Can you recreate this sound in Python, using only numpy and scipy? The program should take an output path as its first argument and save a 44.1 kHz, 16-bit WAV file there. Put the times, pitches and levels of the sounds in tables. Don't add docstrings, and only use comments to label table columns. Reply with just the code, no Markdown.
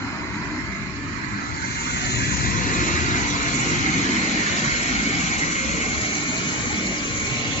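import sys
import numpy as np
from scipy import signal
from scipy.fft import rfft, irfft
from scipy.io import wavfile
from scipy.ndimage import map_coordinates

SR = 44100
rng = np.random.default_rng(int(sys.argv[2]) if len(sys.argv) > 2 else 0)


def master(y):
    cut = np.clip(np.atleast_2d(y).T, -1, 1)
    pcm = np.round(cut * 32767)
    wavfile.write(sys.argv[1], SR, pcm.astype(np.int16))


N = 335160
TIME_S = np.arange(N) / SR
HZ = np.fft.rfftfreq(N, 1 / SR) + 1e-3

HOUSING_ROAR = (-31.5, 4.5, 1.24, 0.02, 1.06, -2.1, 1, 5.5, -21.5, -6.5, -1)
INTAKE_THROAT = (-28.5, 9.5, 1.84, 0.58, 1.05, 2, 2.5, 3.5, -17, -10.5, 0.5)
CASING_RUSH = (-35.5, 13.5, 2.06, 0.48, 1, 1.5, 6.5, -4, 11, 7.5, -9.5)
GRILLE_TURBULENCE = (-34, 11.5, 1.95, 0.2, 1.1943, 2, 5, 5.5, -15.5, -7.5, -5)
BLADE_HISS = (-33.5, 15.5, 1.56, 0.11, 0.05, 0.7, -0.2, 2, -8.5, -6.5, -1)
# peak in seconds, width in seconds, rise in dB, leftward push in dB.
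HOUSING_SWELLS = [(1.8, 0.34, 1.4, 0.73), (2.8, 0.22, -0.19, 1.5), (4.9, 0.43, 1.5, 0),
                  (6.8, .25, 0.83, 0.32)]
THROAT_SWELLS = [(1.5, 0.2, -0.5, 0.5), (5.5, .4, 0.5, -0.5)]
CASING_SWELLS = [(2.0, 0.2, 6.5, -3.5), (4, .15, 0.5, 4.5), (7, .3, 2.5, 1.5)]
TURBULENCE_SWELLS = [(1.45, .2, 2.5, 4), (1.7, 0.16, 1, -4), (2.9, 0.317, -1.5, 1), (5.4, .3, -1.5, 1.5),
                     (6.9, 0.28, 1, -1.5)]
BLADE_SWELLS = [(2.15, 0.27, 2.5, 0), (2.86, 0.087, 2, -3.5), (3.6, 0.24, 2, -2.5), (4.65, 0.16, 2, 0),
                (5.6, 0.32, 2, 3.5), (6.3, 0.28, 2.5, -1.5), (7.1, 0.2, 1.5, -3)]

def blower():
    late_ms, direct, *ground_ms, _ = in_time(WALK_PATHS)
    source = rng.standard_normal(N)
    arrivals = np.array([source, delayed(source, late_ms)])
    pair = irfft(pair_spectrum(scatter(arrivals, direct)), N)
    spectrum = rfft(echoes(pair, ground_ms)) * minimum_phase(colours_db())
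    roar = band(spectrum, HOUSING_ROAR, HOUSING_SWELLS, 806, 1737, eddy_depth=2.5, eddy_hz=10.8, slices=8)
    intake = band(spectrum, INTAKE_THROAT, THROAT_SWELLS, 1760, 2540,
                  eddy_depth=1.28, eddy_hz=6.8, slices=4)
    rush = band(spectrum, CASING_RUSH, CASING_SWELLS, 2610, 3575, eddy_depth=2.1, eddy_hz=16, slices=8)
    grille = band(spectrum, GRILLE_TURBULENCE, TURBULENCE_SWELLS, 3716, 5463,
                  eddy_depth=2.5, eddy_hz=27, slices=9)
    hiss = band(spectrum, BLADE_HISS, BLADE_SWELLS, 5484, 7710, eddy_depth=2.5, eddy_hz=23, slices=11)
    return roar + intake + rush + grille + hiss


# pitch in Hz, level re housing roar in dB, waver in dB, blur in Hz.
MOTOR_TONES = [(300, -10, 5, 7), (400, -20, 4, 2), (1065, -18, 5, 3), (2115, -17, 4, 12)]

def motor():
    roar_db = along_walk(HOUSING_ROAR)[0]
    late_s = in_time(WALK_PATHS)[0] / 1000
    heard_s = np.array([TIME_S, TIME_S - late_s])
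    out = 0
    for hz, level_db, waver_db, blur_hz in MOTOR_TONES:
        cycles = hz * heard_s + np.cumsum(blur_hz * drift(7.76)[0]) / SR
        rms = from_db(roar_db + level_db + waver_db * drift(0.57))
        out += np.sqrt(2) * rms * np.sin(2 * np.pi * cycles)
    return out


AIR_RUMBLE = (-35, 2.5, 0.5, 0.5, 0.52, -1.2, 1.5, 5.5, 0.5, -1, -2)
SKIN_BOOM = (-29.5, 4, 2.5, 0.8, 1.17, 1.1, 3.5, -0.5, 4, 2.5, 2)
FEED_TUBE = (-38.5, 9, 2.5, 0.33, 0.27, -0.3, 2, -7, 24, 1.5, 1.5)
# peak in seconds, width in seconds, rise in dB, leftward push in dB.
AIR_GUSTS = [(2.46, 0.28, 4, 8.5), (3.42, 0.36, 5.5, 3), (1.164, 0.21, 2, -0.5), (5.7, 0.23, 2, 1.5),
             (7.34, .3, 2.5, -0.5)]
SKIN_SWELLS = [(2.5, 0.224, 1, 0.5), (2.86, 0.087, 2.5, 0), (3.95, 0.19, 5, 0), (6.9, 0.133, 4, 1.5)]
FEED_SWELLS = [(2.1, 0.24, 4.4, -6), (7, 0.18, 1.6, 1)]

def inflatable():
    tube_noise = scatter(rng.standard_normal(N), direct=in_time(WALK_PATHS)[4])
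    colour = from_db(colours_db())
    low_spectrum = pair_spectrum(rng.standard_normal(N)) * colour
    tube_spectrum = pair_spectrum(tube_noise) * colour
    rumble = band(low_spectrum, AIR_RUMBLE, AIR_GUSTS, 18, 152.2, eddy_depth=2.5, eddy_hz=3, slices=7)
    boom = band(low_spectrum, SKIN_BOOM, SKIN_SWELLS, 154.6, 385.4,
                eddy_depth=2.5, eddy_hz=3.4, slices=12)
    tube = band(tube_spectrum, FEED_TUBE, FEED_SWELLS, 377, 811, eddy_depth=4, eddy_hz=3, slices=11)
    return rumble + boom + tube


def band(spectrum, settings, swells, low_hz, high_hz, eddy_depth, eddy_hz, slices):
    edges_hz = np.geomspace(low_hz, high_hz, slices + 1)
    out = 0
    for low, high in zip(edges_hz, edges_hz[1:]):
        power = np.clip(1 / (1 + (low / HZ) ** 80) - 1 / (1 + (high / HZ) ** 80), 0, 1)
        eddies = drift(eddy_hz)
        gain = from_db(eddy_depth * (eddies[0] + 0.61 * eddies[::-1]))
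        out += irfft(spectrum * np.sqrt(power), N) * gain
    swell_db = sum(np.outer([rise_db, left_db], bump(peak_s, width_s))
                   for peak_s, width_s, rise_db, left_db in swells)
    level_db, pan_db = along_walk(settings) + swell_db
    return rms_one(out) * from_db([level_db + pan_db / 2, level_db - pan_db / 2])


# time in seconds, right microphone lag in ms, blower direct share,
# left and right ground echo delays in ms, tube direct share.
WALK_PATHS = [(0, 0.12, .7, 2.0, 2.0, .7), (.9, 0.107, 0.55, 1.9, 1.9, 0.8), (1.2, 0.37, 0, 1.9, 1.2, .5),
              (1.5, 0.42, 0.7, 1.5, .5, .35), (2, 0.49, 1, 1.4, 0.49, .35),
              (2.6, 0.39, 0.91, 1.5, 0.65, .4), (3.2, 0.36, 0.96, 1.55, .95, 0.5),
              (4, 0.331, 0.98, 1.59, 0.92, .55), (4.6, 0.32, .97, 1.7, 1.1, 0.7),
              (5, 0.3, 0.98, 1.75, 1.38, 0.8), (5.7, 0.31, 0.99, 1.75, 1.42, .9),
              (6.2, 0.24, 0.99, 1.69, 1.46, 0.94), (7.6, 0.24, 0.94, 1.6, 1.4, .95)]
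# time in seconds, level in dB before a band's nearness factor.
WALK_NEARNESS = [(0, 0.5), (.5, 0), (1, -1), (1.6, -2.5), (2.2, -1), (2.8, 1), (3.4, 0), (4, 0), (4.6, 0),
                 (5.2, -1.5), (5.8, -2), (6.4, -2.5), (7, -3.5), (7.6, -5.5)]

def along_walk(settings):
    (sight_db, wall_db, corner_s, ramp_s, nearness_factor, axis_db, swing_db,
     pan_db, pan_db_per_ms, wall_pan_db, swing_pan_db) = settings
    left_hidden = 1 - step(corner_s - 0.062, ramp_s)
    right_hidden = 1 - step(corner_s, ramp_s)
    hidden = (left_hidden + right_hidden) / 2
    on_axis = bump(at_s=5.07, width_s=0.47)
    swung = step(at_s=7.36, width_s=0.055)
    level_db = (sight_db - wall_db * hidden + nearness_factor * in_time(WALK_NEARNESS)[0]
                + axis_db * on_axis + swing_db * swung)
    balance_db = (pan_db + pan_db_per_ms * in_time(WALK_PATHS)[0] + wall_pan_db * hidden
                  + swing_pan_db * swung + wall_db * (right_hidden - left_hidden))
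    return np.array([level_db, balance_db])


# first delay in ms, last delay in ms, level in dB.
WALL_REFLECTIONS = [(2.912, 2.7, -13.5), (4.67, 3.6, -14.5), (7.495, 9.5, -11.5), (12.53, 10.5, -9),
                    (13.97, 16.5, -12), (20.98, 18, -11), (27.1, 31, -11)]

def echoes(pair, ground_ms, ground_db=-11.5, sway_share=0.03, side_ms=0.05):
    paths = [(np.array(ground_ms), ground_db)]
    paths += [(np.linspace(first_ms, last_ms, N), db) for first_ms, last_ms, db in WALL_REFLECTIONS]
    out = pair.copy()
    for late_ms, level_db in paths:
        swayed_ms = late_ms * (1 + sway_share * drift(0.609)[0]) + side_ms * drift(0.43)
        out += from_db(level_db) * np.array([delayed(side, ms) for side, ms in zip(pair, swayed_ms)])
    return out


# start and end in seconds, first and last centre in Hz,
# width in Hz, left and right gain in dB.
GLIDING_RIDGES = [(2, 4.8, 1880, 1850, 110, 2, 3), (3.5, 6.3, 2070, 2230, 87, 1.5, 4),
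                  (1.83, 2.6, 2580, 2330, 120, 7, 4), (2, 5.1, 2600, 3200, 110, 3.5, -0.5),
                  (1, 5.5, 2640, 2660, 80, -2, 1), (2, 3.1, 1600, 1100, 110, -1.5, -2),
                  (0.5, 7.6, 1100, 1200, 90, -1, -2), (6, 9.1, 1000, 750, 90, -4, 0.5),
                  (1.5, 3.6, 790, 1300, 95, 1, 2.5), (3.5, 5.9, 1600, 1200, 90, 5, 2),
                  (7, 7.35, 2100, 1700, 150, -5.5, -5.5), (6, 7.3, 3250, 3500, 89, -2, -2.5),
                  (-1.5, 1.4, 4100, 3300, 180, -4, -0.5), (0, 0.61, 780, 730, 190, 7, 2.5),
                  (2, 2.6, 870, 660, 120, -0.5, -3), (4, 7.6, 640, 510, 130, 2.5, 1.5),
                  (2, 2.3, 4800, 4800, 110, -0.5, 10.5), (0.5, 4.2, 4400, 3700, 140, 2.5, 2.5),
                  (1.5, 3.4, 3500, 3900, 120, -0.5, 3), (6.5, 7.9, 4700, 5300, 380, 1.5, -4.5),
                  (2.5, 3.6, 7300, 5300, 630, -2.5, 1), (4.5, 5.2, 6000, 5900, 350, 2, -1),
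                  (-0.5, 0.98, 5700, 5200, 300, -2.5, 2.5), (1.78, 2.5, 7200, 7100, 300, 4.5, -2),
                  (5.8, 9.1, 2500, 2450, 110, 0.5, 3), (4.5, 5.7, 330, 320, 53, -2.5, -2),
                  (3.5, 4.6, 280, 250, 40, 3, 1), (3.5, 4.7, 190, 180, 22, -3, -2),
                  (5, 6.16, 200, 200, 30, 2, 2.5), (2.3, 3.1, 450, 370, 65, 2, 6),
                  (6.5, 7.5, 2250, 2220, 82, 3, 4), (1.5, 3.6, 890, 1100, 70, 1.5, 1.5),
                  (1.4, 2.2, 3800, 3850, 200, 5, -1), (1.45, 2.0, 4500, 4500, 150, 4, 4),
                  (4.7, 5.8, 1620, 1620, 80, 3, 4), (0.9, 2.0, 820, 820, 90, 0, -5),
                  (1.3, 2.4, 1350, 1300, 150, -3, -1), (0, 1.0, 1700, 1700, 100, 1, 4),
                  (5.8, 6.6, 4100, 4200, 180, 0, 4), (6.9, 7.6, 5000, 5000, 150, 0, 4),
                  (2.0, 2.9, 4750, 4750, 120, -1, -4)]
# start and end in seconds, first and last centre
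# in Hz, width in Hz, delayed share on the right, left phase turn in radians.
STEREO_PATCHES = [(0, 1.3, 1760, 2400, 700, .92, 0.01), (1.5, .9, 3450, 3450, 150, .01, .5),
                  (0.6, 2.6, 2700, 2900, 150, .01, .6), (1.5, 3.2, 2100, 2300, 240, .6, 0.2),
                  (3.5, 5.2, 1850, 1900, 150, 0, -1), (2.5, 7.6, 1040, 1150, 150, .8, .9),
                  (6, 7.6, 2600, 2660, 250, .2, -1.6), (5.5, 7.4, 2300, 2210, 100, .85, 0.3),
                  (3, 4.5, 2500, 2500, 150, .65, 0.4), (1.5, 2.5, 620, 670, 82, .5, 1.5),
                  (3.5, 6.2, 3900, 3700, 170, .6, .8), (3.5, 3.6, 2900, 3100, 200, .65, 0.5),
                  (2.7, 3, 2900, 3100, 110, .6, -0.3), (2.7, 3.9, 880, 820, 87, 0.08, -1.1),
                  (3.2, 7.6, 1400, 1450, 150, .3, .7), (1.5, 2.6, 3650, 3650, 250, .01, -1.0),
                  (6.1, 7.6, 3000, 3000, 200, .6, .01), (6.2, 7.6, 1750, 1800, 250, .4, .4)]

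def gliding_patches(pair, fade_s=0.12, late_frames=3):
    hz, frame_s, (left, right) = signal.stft(pair, SR, nperseg=2048)

    def patches(rows):
        out = 0
        for start_s, end_s, first_hz, last_hz, width_hz, *values in rows:
            gate = (np.tanh((frame_s - start_s) / fade_s) - np.tanh((frame_s - end_s) / fade_s)) / 2
            centre_hz = np.interp(frame_s, [start_s, end_s], [first_hz, last_hz])
            bell = np.exp(-.5 * ((hz[:, None] - centre_hz) / width_hz) ** 2)
            out += np.multiply.outer(values, gate * bell)
        return out

    share, turn_rad = patches(STEREO_PATCHES)
    share = np.clip(share, 0, 1)
    late = right[:, abs(np.arange(len(frame_s)) - late_frames)]
    frames = np.array([left * np.exp(1j * turn_rad), np.sqrt(1 - share) * right + np.sqrt(share) * late])
    return signal.istft(frames * from_db(patches(GLIDING_RIDGES)), SR, nperseg=2048)[1][:, :N]


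# frequency in Hz, relative density in dB.
LEFT_SPECTRUM = [(30, -14.5), (60, 2.5), (120, 1), (250, -0.2), (330, -6.5), (520, -14), (900, -12.5),
                 (1350, -10), (1750, -11), (2100, -11.5), (2600, -10), (3200, -15.5), (4100, -12.5),
                 (4900, -18.5), (5800, -11.5), (6700, -5.5), (7400, -8)]
RIGHT_SPECTRUM = [(30, -14.5), (60, -15), (120, -3.5), (250, 1.5), (330, -3), (520, -13.5), (900, -8),
                  (1500, -5.5), (1800, -4), (2100, -0.5), (2400, -5), (2700, -10), (3200, -16), (4100, -9),
                  (4900, -15.5), (5800, -10.5), (6700, -6), (7400, -7.5)]

def colours_db():
    return np.array([at_hz(LEFT_SPECTRUM), at_hz(RIGHT_SPECTRUM)])


# frequency in Hz, shared power from 0 to 1.
PAIR_LIKENESS = [(40, 0.5), (120, 0.83), (300, 1), (600, 1), (1000, 0.75), (1500, 0.85), (1800, 0.97),
                 (2700, 0.95), (3100, 0.95), (3700, 0.95), (4100, .4), (4600, 0.2), (7000, 0.26)]

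def pair_spectrum(shared):
    alike = np.clip(at_hz(PAIR_LIKENESS), 0, 1)
    return np.sqrt(alike) * rfft(shared) + np.sqrt(1 - alike) * rfft(rng.standard_normal((2, N)))


def scatter(x, direct):
    direct = np.clip(direct, 0, 1)
    return np.sqrt(direct) * x + np.sqrt(1 - direct) * rng.standard_normal((2, N))


def minimum_phase(colour_db):
    cepstrum = irfft(colour_db * np.log(10) / 20, N)
    cepstrum[..., 1:N // 2] *= 2
    cepstrum[..., N // 2 + 1:] = 0
    return np.exp(rfft(cepstrum))


def drift(rate_hz, hop=40):
    pole = np.exp(-2 * np.pi * rate_hz * hop / SR)
    noise = rng.standard_normal((2, N // hop + 2002))
    slow = rms_one(signal.lfilter([1], [1, -2 * pole, pole * pole], noise)[:, 2000:])
    return np.array([np.interp(np.arange(N) / hop, np.arange(len(side)), side) for side in slow])


def delayed(x, late_ms):
    return map_coordinates(x, [np.arange(N) - late_ms * SR / 1000], order=3, mode="mirror")


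def step(at_s, width_s):
    return .5 + .5 * np.tanh((TIME_S - at_s) / width_s / 2)


def bump(at_s, width_s):
    return np.exp(-.5 * ((TIME_S - at_s) / width_s) ** 2)


def in_time(rows):
    times_s, *columns = np.transpose(rows)
    return [np.interp(TIME_S, times_s, column) for column in columns]


def at_hz(rows):
    hz, values = np.transpose(rows)
    return np.interp(np.log(HZ), np.log(hz), values)


def from_db(db):
    return 10 ** (np.asarray(db) / 20)


def rms_one(x):
    return x / np.sqrt(np.mean(x ** 2, axis=-1, keepdims=True) + 1e-20)


def scene():
    return gliding_patches(inflatable() + blower()) + motor()


def record(dry):
    cutoff_hz = 7490
    return signal.sosfilt(signal.ellip(14, .3, 80, cutoff_hz, fs=SR, output="sos"), dry)


dry = scene()
out = record(dry)
master(out)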